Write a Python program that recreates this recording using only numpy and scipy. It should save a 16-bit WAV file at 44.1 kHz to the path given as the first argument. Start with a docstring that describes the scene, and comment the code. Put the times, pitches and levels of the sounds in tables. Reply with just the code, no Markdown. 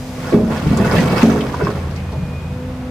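"""An excavator tips a bucket of broken timber into the steel bed of a dump truck.
First the diesel runs, its hydraulic pump hums and oil hisses and sings in the valves.
Then scraps and grit slide out, boards knock, splinters snap and heavy pieces boom on the bed.
Near two seconds the bucket opens with a scrape and a brief whine from the pump.
The last pieces land, the pump's hum swells again and the diesel runs on."""
import sys
import numpy as np
from scipy import signal
from scipy.fft import rfft, irfft
from scipy.io import wavfile
from scipy.ndimage import uniform_filter1d

SR = 44100
rng = np.random.default_rng(int(sys.argv[2]) if len(sys.argv) > 2 else 0)


def output_pcm(signal):
    """Save a mono or channel-first signal as 16-bit PCM at the path in sys.argv[1].

    Samples are clipped to [-1, 1] before scaling.
    """
    pcm = np.clip(np.atleast_2d(signal).T, -1, 1) * 32767
    wavfile.write(sys.argv[1], SR, np.round(pcm).astype(np.int16))


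N = 127890
T = np.arange(N) / SR

# The engine shaft slows under load. Each row: time in seconds, turns per second.
SHAFT_SPEED = [(0, 28.15), (.6, 28.2), (1.5, 26.7), (1.95, 28.0), (2.1, 27.3), (2.2, 27.05), (2.36, 27.3),
               (2.52, 27.75), (2.7, 28.1), (2.9, 28.1)]
# The diesel's tones. Each row: multiple of the shaft speed, relative level in dB.
DIESEL_TONES = [(2.5, -43), (3, -32), (5, -34.5), (6, -42.5), (6.75, -38)]
# The diesel works harder as the bucket turns. Each row: time in seconds, boost in dB.
DIESEL_EFFORT = [(0, -10.5), (.6, 2), (1.8, 2), (2.3, 1), (2.9, -3.5)]
# The pump's hum. Each row: time in seconds, level in dB, level of the octave above in dB.
PUMP_LEVELS = [(0, -32.5, -44), (.3, -32.5, -45), (1.0, -46, -62), (1.9, -41, -44), (2.45, -44, -43),
               (2.56, -33, -38), (2.9, -27.5, -35)]
# How loud four sounds are over time. Each row: time in seconds, level in dB.
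WHINE_LEVEL = [(1.95, -70), (2.0, -52), (2.16, -52.5), (2.28, -47.5), (2.365, -42.5), (2.45, -47),
               (2.53, -50.5), (2.6, -62), (2.9, -70)]
HISS_LEVEL = [(0, -43.5), (.3, -45), (.42, -48.5), (1.7, -61), (2.2, -76), (2.9, -76)]
SCRAPS_LEVEL = [(0, -80), (.15, -41.5), (.31, -27), (.46, -36.5), (.53, -25.5), (.61, -30), (.75, -27.5),
                (.92, -19), (1.05, -24.5), (1.22, -19), (1.38, -27.5), (1.5, -31), (1.68, -27.5),
                (1.88, -39), (2.9, -67)]
GRIT_LEVEL = [(0, -53.5), (.25, -36), (.42, -48.5), (.5, -45), (.53, -34), (.63, -36), (.85, -33),
              (.98, -26), (1.08, -30.5), (1.16, -31.5), (1.22, -26), (1.3, -35), (1.5, -38.5),
              (1.75, -39.5), (1.87, -45), (2.9, -61)]
# The colour (bass to treble) of each noise. Each row: frequency in Hz, relative level in dB.
RUMBLE_COLOUR = [(25, -28), (45, 1.5), (75, 3), (150, 3.5), (320, -11.5), (600, -11.5), (1200, -18.5),
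                 (2200, -25.5), (3500, -31), (6500, -38.5), (15000, -52)]
HISS_COLOUR = [(1000, -15), (2500, -4), (5000, 0), (7000, -2), (10000, -7), (15000, -11)]
MIC_HISS_COLOUR = [(3000, 0), (14500, 0), (16000, -30)]
SCRAPS_COLOUR = [(60, -8), (190, 5.5), (330, -4.5), (520, -2.5), (780, -9.5), (1000, -7.5), (1500, -17),
                 (2500, -30), (5000, -25), (15000, -34)]
GRIT_COLOUR = [(600, -9), (1800, 0), (2600, -2), (3700, -6), (5200, -9), (6700, -10), (10000, -16),
               (15000, -21)]
BUCKET_SCRAPE_COLOUR = [(900, -28), (1700, -11), (2150, 7), (2900, -9), (9000, -29)]
# The singing valves. Each row: pitch in Hz, starting level in dB.
VALVE_TONES = [(4969, -53), (5975, -56)]
# The steel bed's high notes. Each row: pitch in Hz, relative level in dB.
BED_HIGH_NOTES = [(895, -17), (1132, -17.5), (1476, -17.5), (1726, -23.5), (1832, -25), (1931, -16.5),
                  (2126, -21.5), (2254, -18), (2622, -18), (2773, -26), (3368, -27)]
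# Boards knock together. Each row: start in seconds, level in dB, pitch in Hz, fade in seconds.
KNOCKS = [(.243, -32.5, 1400, .012), (.299, -32, 1100, .012), (.320, -28, 1130, .012),
          (.516, -31.5, 1400, .015), (.532, -28.5, 950, .015), (.767, -29, 950, .015),
          (.797, -24, 650, .016), (.844, -21.5, 1480, .014), (.885, -25, 680, .012),
          (.918, -21.5, 900, .012), (.944, -20.5, 620, .012), (.967, -20, 1750, .009),
          (.987, -19, 1950, .007), (1.026, -24, 700, .012), (1.066, -27, 1050, .01),
          (1.108, -24.5, 1000, .016), (1.184, -22, 1500, .01), (1.205, -23.5, 920, .014),
          (1.229, -21.5, 1250, .01), (1.331, -27.5, 950, .014), (1.541, -17, 990, .0075),
          (1.602, -21, 1000, .012), (1.610, -23.5, 1450, .008), (1.669, -12.5, 1080, .0062),
          (1.705, -32, 1300, .012), (1.77, -35, 1170, .008), (2.125, -35, 870, .02)]
# The notes of one board. 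Each row: multiple of its pitch, relative level in dB.
BOARD_NOTES = [(.47, -12.5), (1, 0.5), (1.42, -12), (2.3, -27), (3.6, -31)]
# Splinters snap. Each row: start in seconds, level in dB, strongest frequency in Hz, fade in seconds.
SNAPS = [(.308, -38, 4460, 0.029), (.326, -29.5, 2000, 0.017), (.519, -35, 2300, .022),
         (.578, -34, 2830, 0.012), (.772, -27.5, 6900, .009), (.846, -37, 5070, 0.012),
         (.958, -32, 12900, 0.0046), (.963, -24.5, 2820, 0.013), (.982, -21, 2500, 0.011),
         (1.181, -24.5, 2370, 0.017), (1.219, -21, 2400, 0.012), (1.229, -28.5, 5970, 0.013),
         (1.324, -38, 6000, .015), (1.408, -26, 2800, 0.012), (1.545, -38, 5000, 0.013),
         (1.91, -44, 4830, 0.021), (1.96, -38.5, 4900, 0.016), (2.12, -42.5, 4070, 0.021)]
# Heavy pieces land. Each row: start in seconds, level in dB, centre pitch in Hz,
# spread in octaves, crush time in seconds.
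THUDS = [(.322, -10.5, 342.6, 0.67, 0.029), (.342, -11.5, 191, 0.75, 0.034), (.379, -18, 395, 0.53, 0.03),
         (.431, -15, 196, 0.29, 0.017), (.625, -22.5, 222, 0.85, 0.051), (.640, -18, 81, 0.73, 0.038),
         (0.662, -15, 175, 0.46, 0.043), (.704, -12.5, 149, 0.75, 0.048), (.780, -19.5, 410, 0.51, .033),
         (.799, -11, 146, .7, .014), (.915, -20.5, 310, 1.05, 0.17), (.965, -14, 174, 0.52, 0.061),
         (1.034, -15.5, 147, 0.74, 0.029), (1.105, -18.5, 172.7, 0.88, 0.029),
         (1.229, -6.5, 228, 0.7, 0.014), (1.273, -17.5, 205, 0.44, 0.023), (1.280, -22, 452, 0.29, 0.027),
         (1.345, -20, 345, 0.64, 0.035), (1.603, -16.5, 442, 0.34, 0.029), (1.632, -18.5, 150, 0.56, 0.029),
         (1.670, -23, 411, 0.52, 0.034), (2.125, -31, 416, 1.06, 0.04), (2.17, -28, 151, 0.36, .17)]
# The steel bed's low notes. Each row: pitch in Hz, relative level in dB, seconds to fade by 60 dB.
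BED_LOW_NOTES = [(66.4, 1, 0.4), (115.7, -1, 0.66), (132, -9.5, 0.25), (163, -3, .27), (189, -1, 0.39),
                 (223.2, 2, 0.74), (271.7, -4, 0.8), (320.6, -9.5, 1), (414.4, 3, 0.49), (440, -12, 0.8),
                 (630, 0, 1), (920, 5, .35)]
# The bucket scrapes as it opens. Each row: time in seconds, level in dB.
BUCKET_SCRAPE_LEVEL = [(1.92, -65), (1.975, -41), (2.01, -42.5), (2.1, -70)]
# How wide noises sound. Each row: frequency in Hz, side level minus middle level in dB.
STEREO_WIDTH = [(100, -24), (200, -21), (350, -15), (700, -11), (1400, -5), (2800, -1), (6000, -2),
                (14000, -1)]
# Where the load is heard. Each row: frequency in Hz, left level minus right level in dB.
LOAD_PAN = [(200, 0.4), (380, -2.2), (2400, -1.9), (4400, 4.5), (8000, 0.5)]


def from_db(db):
    """Turn decibels into a number to multiply by."""
    return 10 ** (np.asarray(db) / 20)


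def rms_one(x):
    """Scale a sound so its average level (rms) is 1."""
    return x / np.sqrt(np.mean(x ** 2) + 1e-20)


def in_time(rows):
    """Join a table's points with lines: one curve for each column after the time."""
    times, *columns = np.transpose(rows)
    return [np.interp(T, times, column) for column in columns]


def at_hz(points, hz):
    """Look up a table's dB at any frequency, with octaves evenly spaced."""
    f, db = np.transpose(points)
    return np.interp(np.log(hz), np.log(f), db)


def bins(size):
    """The frequencies in the spectrum of a sound this many samples long."""
    return np.maximum(np.fft.rfftfreq(size, 1 / SR), 1)


def drift(hz):
    """A random wobble, mostly slower than the given rate."""
    return rms_one(irfft(rfft(rng.standard_normal(N)) / (1 + (bins(N) / hz) ** 2), N))


def coloured(pair, gain):
    """Filter two unrelated signals into one stereo sound, wider in the treble."""
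    size = pair.shape[1]
    mid, side = rfft(pair) * gain
    side = side * from_db(at_hz(STEREO_WIDTH, bins(size)))
    return rms_one(irfft(np.array([mid + side, mid - side]), size))


def noise(colour):
    """Steady stereo noise of a given colour."""
    return coloured(rng.standard_normal((2, N)), from_db(at_hz(colour, bins(N))))


def even_noise(gain, size):
    """Filtered noise with its level evened out, like countless notes ringing at once."""
    x = coloured(rng.standard_normal((2, size)), gain)
    for _ in range(2):
        power = uniform_filter1d(np.mean(x ** 2, axis=0), size=300)
        x = x / np.sqrt(uniform_filter1d(power, size=300) + 1e-9)
    return x


def ring(x, hz, ring_s):
    """Each click in x starts a tone that fades by 60 dB in ring_s seconds."""
    r, w = from_db(-60 / (ring_s * SR)), 2 * np.pi * hz / SR
    return signal.lfilter([0, np.sin(w)], [1, -2 * r * np.cos(w), r * r], x + 1e-18)


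def add(out, start, sound):
    """Mix a sound in at a start time in seconds."""
    i = max(int(start * SR), 0)
    out[:, i:i + sound.shape[-1]] += sound[..., :N - i]


def shaft_tone(multiple, db, rough):
    """A slightly unsteady tone that follows the speed of the engine shaft."""
    angle = multiple * 2 * np.pi * np.cumsum(in_time(SHAFT_SPEED)[0]) / SR
    steady = np.sin(angle + rng.uniform(0, 2 * np.pi))
    wobble = drift(1.7) * np.cos(angle) + drift(14) * np.sin(angle)
    return np.sqrt(2) * from_db(db) * (steady + rough * wobble)


def diesel():
    """The engine's tones grow louder under load, over steady rumble and fan noise."""
    tones = sum(shaft_tone(multiple, db, rough=.25) for multiple, db in DIESEL_TONES)
    return from_db(in_time(DIESEL_EFFORT)[0]) * tones + from_db(-28.5) * noise(RUMBLE_COLOUR)


def pump(pistons=9):
    """Each piston pulses once a turn, making a hum; a brief whine sits at ten times its pitch."""
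    hum_db, octave_db = in_time(PUMP_LEVELS)
    hum = shaft_tone(pistons, hum_db, rough=.038) + shaft_tone(2 * pistons, octave_db, rough=.28)
    whine = shaft_tone(10 * pistons, in_time(WHINE_LEVEL)[0], rough=.08)
    flutter = 1 + .19 * drift(60)
    return hum + whine * flutter


def valves(fade_s=.3):
    """Oil forced through a narrow gap hisses, and at first sings in thin wavering tones."""
    hiss = from_db(in_time(HISS_LEVEL)[0]) * noise(HISS_COLOUR)
    tones = sum(from_db(db) * np.sin(2 * np.pi * hz * T + .68 * drift(36)) for hz, db in VALVE_TONES)
    return hiss + tones * np.exp(-(T / fade_s) ** 2)


def microphone_hiss():
    """The microphone's faint, even hiss."""
    return from_db(-57.5) * noise(MIC_HISS_COLOUR)


def tumble(per_s, colour, size_db, ring_gain, cycles, echo_s, echo_db, spots=6, size=8192):
    """Small pieces click and ring at random in several spots, each with its own echoes."""
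    out = 0
    for _ in range(spots):
        hits = rng.random(N) < per_s / spots / SR
        strength = from_db(size_db * np.minimum(rng.exponential(1, N), 3))
        clicks = hits * strength * rng.choice([-1, 1], N)
        pitches = 400 * 2 ** ((np.arange(10) + rng.random(10)) * .4)  # 400 to 6400 Hz
        chosen = rng.integers(0, len(pitches), N)  # each click rings one pitch
        pieces = clicks + sum(ring_gain * hz / SR * ring(clicks * (chosen == k), hz, cycles / hz)
                              for k, hz in enumerate(pitches))
        echoes = rng.standard_normal((2, size)) * np.exp(-T[:size] / echo_s)
        echoes = from_db(echo_db) * echoes / np.sqrt(np.sum(echoes ** 2) / 2)
        echoes[:, 0] = [1, rng.choice([-1, 1])]  # the direct sound
        out = out + signal.fftconvolve(pieces[None], echoes, axes=1)[:, :N]
    return coloured(out, from_db(at_hz(colour, bins(N))))


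def wood_scraps():
    """Scraps tumble over the steel bed and keep its high notes ringing."""
    scraps = tumble(330, SCRAPS_COLOUR, size_db=2.5, ring_gain=5.3, cycles=19.5, echo_s=.022, echo_db=1)
    steel = sum(from_db(db) * rms_one(ring(scraps, hz, ring_s=.14)) for hz, db in BED_HIGH_NOTES)
    return from_db(in_time(SCRAPS_LEVEL)[0]) * (scraps + steel)


def grit():
    """Tiny grains crackle as they slide out of the bucket."""
    grains = tumble(1000, GRIT_COLOUR, size_db=-.5, ring_gain=2.23, cycles=19, echo_s=.0061, echo_db=2)
    return from_db(in_time(GRIT_LEVEL)[0]) * grains


def board_knocks(sharpness=9, dull_hz=3400, bounce_s=.021, bounce_loss_db=10.5, size=16384):
    """A board clacks with its own notes, bounces twice and echoes between the bed's walls."""
    out, t, f = np.zeros((2, N)), T[:size], bins(size)
    for start, db, pitch, fade_s in KNOCKS:
        fade = np.exp(-t / fade_s)
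        notes = power = 0
        for ratio, note_db in BOARD_NOTES:
            hz, gain = pitch * ratio, from_db(note_db)
            notes += gain * np.sin(2 * np.pi * hz * t)
            power += gain ** 2 / ratio / (1 + (sharpness * (f / hz - hz / f)) ** 2)  # colours the echo
        direct = (1 - np.exp(-t * pitch)) * fade * notes
        echo_level = (1 - np.exp(-t / .002)) * (fade + from_db(-17) * np.exp(-t / .04))
        echo = echo_level * even_noise(np.sqrt(power / (1 + (f / dull_hz) ** 4)), size)
        clack = from_db(db + 3) * direct + from_db(db - 5) * echo
        for bounce, lag_s in enumerate(bounce_s * rng.uniform(.8, 1.2, 3)):
            add(out, start + bounce * lag_s, from_db(-bounce * bounce_loss_db) * clack)
    return out


def splinter_snaps(spread_octaves=.34, size=4096):
    """Splitting wood gives short, bright cracks."""
    out = np.zeros((2, N))
    for start, db, hz, fade_s in SNAPS:
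        colour = 1 / (1 + (np.log2(bins(size) / hz) / spread_octaves) ** 2)
        add(out, start, from_db(db) * np.exp(-T[:size] / fade_s) * even_noise(colour, size))
    return out


def heavy_thuds(rise_s=.004, boom_s=.03, tail_s=.18, size=32768):
    """Each landing booms, shakes the steel plates while the piece crushes, then leaves them ringing."""
    out, t = np.zeros((2, N)), T[:size]
    hz, note_db, ring_s = np.transpose(BED_LOW_NOTES)
    notes = np.sin(2 * np.pi * hz[:, None] * t) * from_db(-60 * t / ring_s[:, None])
    for start, db, centre, spread, crush_s in THUDS:
        def colour(f):
            return 1 / (1 + (np.log2(f / centre) / spread) ** 4)
        shake_level = np.exp(-(t / crush_s) ** 2) + from_db(-13) * np.exp(-t / tail_s)
        shake = even_noise(colour(bins(size)), size) * shake_level
        strength = colour(hz) * from_db(note_db - 4.5 + rng.normal(0, .73, len(hz)))
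        ringing = (strength * rng.choice([-1, 1], len(hz))) @ notes
        boom = from_db(3.5) * np.sin(2 * np.pi * centre * t)  # the plate's first swings
        boom_share = .8 * np.exp(-(t / min(crush_s, boom_s)) ** 2)
        landing = boom_share * boom + np.sqrt(1 - boom_share ** 2) * (shake + ringing)
        add(out, start, from_db(db) * np.minimum(t / rise_s, 1) * landing)
    return out


def bucket_scrape():
    """Steel slips over wood in a short, rough run of tiny jerks."""
    jerks = tumble(1100, BUCKET_SCRAPE_COLOUR, size_db=-1, ring_gain=2, cycles=10,
                   echo_s=.0036, echo_db=-4, spots=2)
    return from_db(in_time(BUCKET_SCRAPE_LEVEL)[0]) * jerks


def scene():
    """The machine runs while the load falls, its middle pitches to the right, its treble to the left."""
    background = diesel() + pump() + valves() + microphone_hiss()
    load = wood_scraps() + grit() + board_knocks() + splinter_snaps() + heavy_thuds() + bucket_scrape()
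    pan_db = at_hz(LOAD_PAN, bins(N)) / 2
    return background + irfft(rfft(load) * from_db([pan_db, -pan_db]), N)


def record(dry):
    """Round off the tallest peaks and cut the very highest treble."""
    rounded = dry / (1 + dry ** 6) ** (1 / 6)
    return signal.sosfilt(signal.cheby2(16, 70, 16200, fs=SR, output="sos"), rounded)


dry = scene()
out = record(dry)
output_pcm(out)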